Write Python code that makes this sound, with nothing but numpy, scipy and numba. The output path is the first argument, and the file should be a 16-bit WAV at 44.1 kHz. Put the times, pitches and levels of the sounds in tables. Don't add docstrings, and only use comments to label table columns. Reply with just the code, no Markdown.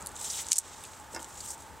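import sys
import numpy as np
from scipy import signal
from scipy.fft import rfft, irfft
from scipy.io import wavfile
from scipy.ndimage import uniform_filter1d
from numba import njit

SR = 44100
rng = np.random.default_rng(int(sys.argv[2]) if len(sys.argv) > 2 else 0)


def output_pcm(signal):
    pcm = np.clip(np.atleast_2d(signal).T, -1, 1) * 32767
    wavfile.write(sys.argv[1], SR, np.round(pcm).astype(np.int16))


def invert_db(x):
    u = np.asarray(x, float) / 20
    return 10 ** u


N = 79380
LEFT_RIGHT = np.array([[1], [-1]])
GRAIN_DB = 2.8


def curve(table, col=1):
    table = np.array(table)
    return np.interp(np.arange(N) / SR, table[:, 0], table[:, col])


def unit(x):
    return x / np.sqrt(np.mean(x ** 2))


def colour(x, points, tilt_db=0.):
    hz = np.maximum(np.arange(4097) * SR / 8192, 10)
    points = np.array(points)
    db = np.interp(np.log(hz), np.log(points[:, 0]), points[:, 1])
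    db = db + tilt_db * np.clip(np.log2(hz / 7500), -1.3, .5)
    ceps = irfft(db * np.log(10) / 20)
    ceps[1:4096] *= 2
    ceps[4097:] = 0
    h = irfft(np.exp(rfft(ceps)))
    return signal.fftconvolve(x, h / np.sqrt(np.sum(h ** 2)))[:len(x)]


def walk(rate):
    hold = int(SR / rate)
    steps = np.repeat(rng.standard_normal(N // hold + 1), hold)
    return 1.78 * uniform_filter1d(uniform_filter1d(steps, hold), hold)[:N]


def grit(count):
    strength = np.minimum(rng.exponential(size=count), 5)
    return rng.standard_normal(count) * invert_db(GRAIN_DB * strength)


def band(hz, width_hz):
    b, a = signal.iirpeak(hz, hz / width_hz, SR)
    return unit(signal.lfilter(b, a, rng.standard_normal(N)))


def pan(x, db):
    return x * invert_db(db / 2 * LEFT_RIGHT)


def cracks(rows, db, pan_db, tail_db):
    # frequency in Hz, level in dB.
    crack_tone = [(700, -49), (1500, -27), (3200, -21), (5500, -9.5), (6900, -3), (7900, -2.3),
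                  (10000, -12.5), (16000, -39)]
    fibre_spread_db, fibre_share = 1.5, .6
    rise_share, tail_t60_s, scatter_side_db = .15, 0.053, -18
    out = np.zeros((2, N + 8192))
    t = np.arange(6000) / SR
    for start, peak_db, tilt_db, ms in rows:
        chance = rng.random(len(t))
        strength = rng.exponential(size=len(t))
        sign, echo, scatter = rng.standard_normal((3, len(t)))
        age = t * 1000 / ms
        shape = (1 - np.exp(-(age + 0.076) / rise_share)) * np.exp(-age ** 2)
        parting = 1 / (1 + np.exp((chance - fibre_share) / 0.011))
        fibres = np.sign(sign) * invert_db(fibre_spread_db * strength) * parting
        burst = colour(fibres * shape, crack_tone, tilt_db)
        tail = colour(echo, crack_tone, tilt_db) * invert_db(-60 * t / tail_t60_s)
        burst = burst / np.abs(burst).max() + invert_db(tail_db) * tail
        reflections = unit(scatter[:12]) / np.sqrt(12)
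        side = invert_db(scatter_side_db) * np.convolve(burst, reflections)[:len(t)]
        first = int(start * SR)
        out[:, first:first + len(t)] += invert_db(peak_db + db) * (burst + side * LEFT_RIGHT)
    return pan(out[:, :N], pan_db)


def snaps():
    # start in seconds, peak in dB, tilt in dB per octave, burst length in ms.
    breaks = [(.4672, -29, 1, 1.5), (.4855, -23, -1, 1), (.5022, -31, 3, 1.2), (.51, -32, 0, 1.2),
              (.5137, -20, 2, 1), (.5177, -11, -3, .5), (.5189, 0, -4, .75), (.5202, -13, -4, 2.6),
              (.5301, -3, 1, 1.3), (.5345, -21, 1, 1.8), (.5571, -19, 1, 1.3), (.5603, -22, 1, 5),
              (.568, -17, 3, 2), (.5722, -24, 2, 1.8), (.5826, -9, 4, .9), (.5861, -3.5, 14, 1.7),
              (.5885, -17, 5, 2.2)]
    return cracks(breaks, db=2.5, pan_db=-0.8, tail_db=-20)


def ticks():
    # start in seconds, peak in dB, tilt in dB per octave, burst length in ms.
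    small_cracks = [(.0178, -38, 0, .8), (.0235, -34.5, 6, 2.5), (.0535, -44, 22, 1.2),
                    (.0616, -24, 23, 0.25), (.0704, -21, 24, 0.41), (.0915, -37, 3, 0.86),
                    (.138, -48, 4, 0.58), (.1662, -36, -5, .8), (.2119, -29.5, 5, 3.3),
                    (.2995, -27.5, -2, 1.8), (.3598, -41, -14, 1.3), (.8372, -35, 11.5, 2.7),
                    (.85, -39, -5, 5.9), (.9348, -39, -15, 1.7), (.998, -42.5, 10, 3.7),
                    (1.1312, -45, 1.5, 2.5), (1.1472, -31, 1, 1.9), (1.1553, -39, 8, 0.6),
                    (1.1615, -39.5, -4, 2.5), (1.1938, -39, -30, 0.47), (1.2282, -34, 8, 2),
                    (1.2443, -34.5, -9, 2.2), (1.3713, -42, -10, 2.5), (1.403, -42, 4, 6),
                    (1.5055, -46, 0.1, 2.2), (1.603, -44, 4, 8), (1.621, -42, 1, 3.7)]
    return cracks(small_cracks, db=2.5, pan_db=-0.7, tail_db=-24)


def rustle():
    # time in seconds, level in dB, tilt in dB per octave.
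    rub_early = [(0, -54.5, 14), (.05, -56, 0), (.15, -57.5, 0), (.165, -50, -3), (.186, -50.5, 1),
                 (.195, -41.5, -2), (.235, -41.5, 3.7), (.25, -38.5, -2.5), (.285, -38, -1),
                 (.325, -39, -1), (.395, -34, -1), (.425, -38.5, 1.5), (.445, -47.5, -2), (.6, -43, -11),
                 (.62, -51, -12)]
    # time in seconds, level in dB, tilt in dB per octave.
    rub_late = [(.82, -51.5, 0.1), (.85, -50.5, 0.066), (.92, -53, 0.12), (1.1, -61.5, 0.077),
                (1.14, -47, 4.1), (1.18, -55.5, 0.1), (1.215, -48.5, 0.1), (1.26, -55, 0.1),
                (1.31, -50.5, 0.1), (1.36, -51.5, 0.087), (1.45, -45.5, 1.7), (1.508, -40, 7.5),
                (1.545, -47, 5), (1.557, -58, 1.5), (1.61, -53.5, 1.1), (1.65, -58, 0.1), (1.8, -62.5, 0.1)]
    # frequency in Hz, level in dB.
    rustle_tone = [(1000, -29.5), (2400, -18.5), (3500, -9), (4750, -10), (5800, -4), (8000, 2.3),
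                   (10500, -13), (16000, -20)]
    # frequency in Hz, level in dB.
    side_port = [(4000, -25), (5500, 0), (8000, 0), (10000, -25)]
    flicker_db, side_db = 1.4, -20
    rub = list(rub_early) + list(rub_late)
    cloth_share = np.clip(.5 + curve(rub, col=2) / 12, 0, 1)

    def grains():
        return unit(grit(N) * invert_db(flicker_db * walk(rate=190.0)))

    def rubbing():
        crumbs = colour(grains(), rustle_tone, -6) * np.sqrt(1 - cloth_share)
        cloth = colour(grains(), rustle_tone, 6) * np.sqrt(cloth_share)
        return (crumbs + cloth) * invert_db(curve(rub))

    mid = rubbing()
    side = colour(rubbing(), side_port)
    return mid + invert_db(side_db) * side * LEFT_RIGHT


def scuffs():
    # start in seconds, level in dB, centre in Hz, length in ms.
    scrapes = [(.002, -49, 7500, 1.1), (.008, -42, 7460, 3.7), (0.061, -37, 4300, 1.8),
               (0.0706, -35.5, 4500, 1.85), (.088, -40, 8000, 1.6), (.115, -47, 7500, 5.4),
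               (.148, -47, 8000, 2), (.155, -41.5, 7650, 6), (.162, -37, 7400, 4.6), (.172, -43, 7500, 8),
               (.203, -46, 7800, 4), (0.242, -37.5, 8440, 8.4), (.248, -38, 7400, 25),
               (.2995, -31, 5440, 7.7), (.308, -33.5, 5730, 7), (0.304, -36.5, 8250, 27),
               (0.338, -41.5, 3630, 15), (0.3593, -33, 6800, 3), (.372, -44, 3640, 9.8),
               (.385, -41, 6760, 4.3), (0.386, -47, 4000, 5.4), (.385, -47.5, 2020, 36),
               (.404, -45, 6200, 5), (.425, -43, 8000, 4), (.445, -39, 3940, 2), (.5185, -32, 1830, 2.2),
               (0.5193, -22.5, 4700, 5.6), (.538, -33, 5800, 16), (.837, -45, 3540, 4.2),
               (0.844, -49, 2730, 9.4), (1.148, -37, 7900, 3.8), (1.207, -55, 8200, 5),
               (1.216, -49, 7060, 5), (1.244, -42.5, 7660, 7), (1.161, -43, 5400, 7),
               (1.17, -42.5, 850, 12), (1.137, -45, 500, 7.7), (1.193, -42, 7540, 3),
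               (1.374, -46, 7300, 18), (1.4038, -37.5, 7300, 7.7), (1.4045, -43.5, 4660, 6.7),
               (1.451, -45.5, 7650, 11), (1.459, -50, 4540, 5.5), (1.473, -44, 7300, 8),
               (1.484, -39, 7700, 9.2), (1.489, -47, 5640, 43), (1.503, -37.5, 7550, 16),
               (1.578, -47, 8300, 3.3)]
    q, rise_ms = 6, .6
    out = np.zeros(N + 4000)
    t_ms = np.arange(4000) * 1000 / SR
    for start, db, hz, ms in scrapes:
        b, a = signal.iirpeak(hz, q / 2, SR)
        ringing = signal.lfilter(b, a, signal.lfilter(b, a, grit(len(t_ms))))
        shape = (1 - np.exp(-t_ms / rise_ms)) * np.exp(-(t_ms / ms) ** 2)
        scrape = shape * ringing
        level = invert_db(db) * np.sqrt(np.sum(shape ** 2) / np.sum(scrape ** 2))
        first = int(start * SR)
        out[first:first + len(t_ms)] += level * scrape
    return out[:N]


def can():
    # frequency in Hz, level in dB, t60 in seconds.
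    tin_modes = [(250, -4.5, 0.098), (325, -5, 0.11), (500, -9, 0.033), (812, -4, 0.079), (910, -5, .08),
                 (1040, -7, 0.05), (1448, -5, 0.32), (1780, -4.5, 0.06), (2126, -12, 0.19),
                 (2708, -5, 0.083), (5040, -1.5, 0.12), (5400, 3, .025), (5800, -6, 0.08)]
    # start in seconds, level in dB, contact in ms.
    knocks = [
        (1.14, -47.5, 0.79),
        (1.148, -42, 0.084),
        (1.1621, -38.5, 0.094),
        (1.172, -42.5, 0.71),
        (1.194, -43, 0.46),
    ]
    # frequency in Hz, level in dB.
    thud_tone = [(120, -17), (260, -6), (550, -2), (1000, -2), (2000, -10), (3200, -29)]
    thud_db, thud_t60_s, longest_t60_s = -1, .07, .3
    out = np.zeros(N + 16000)
    t = np.arange(16000) / SR
    for start, db, contact_ms in knocks:
        mix = rng.standard_normal(len(tin_modes))
        rise = 1 - np.exp(-t * 1000 / contact_ms)
        thud = rng.standard_normal(len(t)) * invert_db(-60 * t / thud_t60_s)
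        ring = invert_db(thud_db) * colour(thud, thud_tone)
        for (hz, mode_db, t60), m in zip(tin_modes, mix):
            soft = 1 / (1 + (hz * contact_ms / 1000) ** 2)
            decay = invert_db(mode_db + 2 * m - 60 * t / min(t60, longest_t60_s))
            ring += decay * soft * np.sin(2 * np.pi * hz * t + 3 * m)
        first = int(start * SR)
        out[first:first + len(t)] += invert_db(db) * rise * ring
    return pan(out[:N], -1.2)


def knocks_and_chips():
    # start in seconds, level in dB, frequency in Hz, t60 in seconds.
    rings = [
        (.032, -43, 185, .07),
        (.1662, -35, 3800, .007),
        (.84, -46, 2700, .03),
        (1.194, -39, 3100, .015),
        (1.4045, -39, 4600, .025),
        (1.203, -47, 830, .08),
        (1.233, -49, 550, .06),
        (1.138, -41, 520, .04),
        (1.147, -36, 5500, .025),
        (1.2445, -49, 3000, .02),
    ]
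    out = np.zeros(N)
    for start, db, hz, t60 in rings:
        t = np.maximum(np.arange(N) / SR - start, 0)
        out += invert_db(db - 60 * t / t60) * np.sin(2 * np.pi * hz * t)
    return out


def town():
    # frequency in Hz, level in dB.
    wash_tone = [(20, 5), (100, -8), (500, -6), (1100, -7), (1600, -10), (2500, -17.5), (7500, -24),
                 (16000, -29)]
    # frequency in Hz, level in dB.
    wash_side = [(60, -2.5), (200, -16), (500, -12.5), (1200, -4), (2400, -68), (4400, -25), (7500, -8),
                 (11000, -37)]
    # time in seconds, level in dB.
    car_level = [(0, -50), (.1, -57.5), (.6, -56), (1.8, -62)]
    # time in seconds, level in dB.
    hum_level = [(0.0, -55), (0.294, -65), (0.324, -57.5), (0.5, -62.5), (1.748, -58.5), (1.8, -67)]
    side_hz, side_db = np.array(wash_side).T
    side_tone = [(hz, db + np.interp(np.log(hz), np.log(side_hz), side_db)) for hz, db in wash_tone]
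    noise = rng.standard_normal((2, N))
    mid = colour(noise[0], wash_tone)
    lean = colour(0.16 * noise[0] + 0.76 * noise[1], side_tone)
    wash = invert_db(-51 + 0.42 * walk(rate=3.2)) * (mid + invert_db(-7.5) * lean * LEFT_RIGHT)
    tyre_band = signal.butter(3, [815, 935], "band", fs=SR, output="sos")
    tyres = unit(signal.sosfilt(tyre_band, rng.standard_normal(N)))
    tyres = tyres * invert_db(-55.5 + 1.6 * walk(rate=12.4))
    car = invert_db(curve(car_level)) * band(hz=1167, width_hz=390)
    hum = invert_db(curve(hum_level)) * band(hz=75.8, width_hz=17.4)
    return wash + pan(car, -4.5) + pan(tyres, -2.5) + pan(hum, 13.0)


def scene():
    breaking = snaps() + ticks()
    handling = rustle() + scuffs()
    falling = can() + knocks_and_chips()
    return breaking + handling + falling + town()


@njit
def follow(x, attack, release):
    e, out = 0., np.empty(len(x))
    for i in range(len(x)):
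        e += (x[i] - e) * (attack if x[i] > e else release)
        out[i] = e
    return out


def roll_off(x):
    return signal.sosfilt(signal.butter(12, 16660, fs=SR, output="sos"), x)


def record(dry):
    top_db, ratio, attack_s, release_s = -32, 1.8, .002, .025
    level = follow(np.abs(dry).max(axis=0), 1 / (attack_s * SR), 1 / (release_s * SR))
    gain = np.minimum(1, invert_db(top_db) / (level + 1e-9)) ** (1 - 1 / ratio)
    rumble_cut = signal.butter(2, 60, "high", fs=SR, output="sos")
    treble_cut = signal.ellip(8, .2, 45, 15720, fs=SR, output="sos")
    mix = signal.sosfilt(np.vstack([rumble_cut, treble_cut]), dry * gain)
    return roll_off(mix)


dry = scene()
out = record(dry)
output_pcm(out)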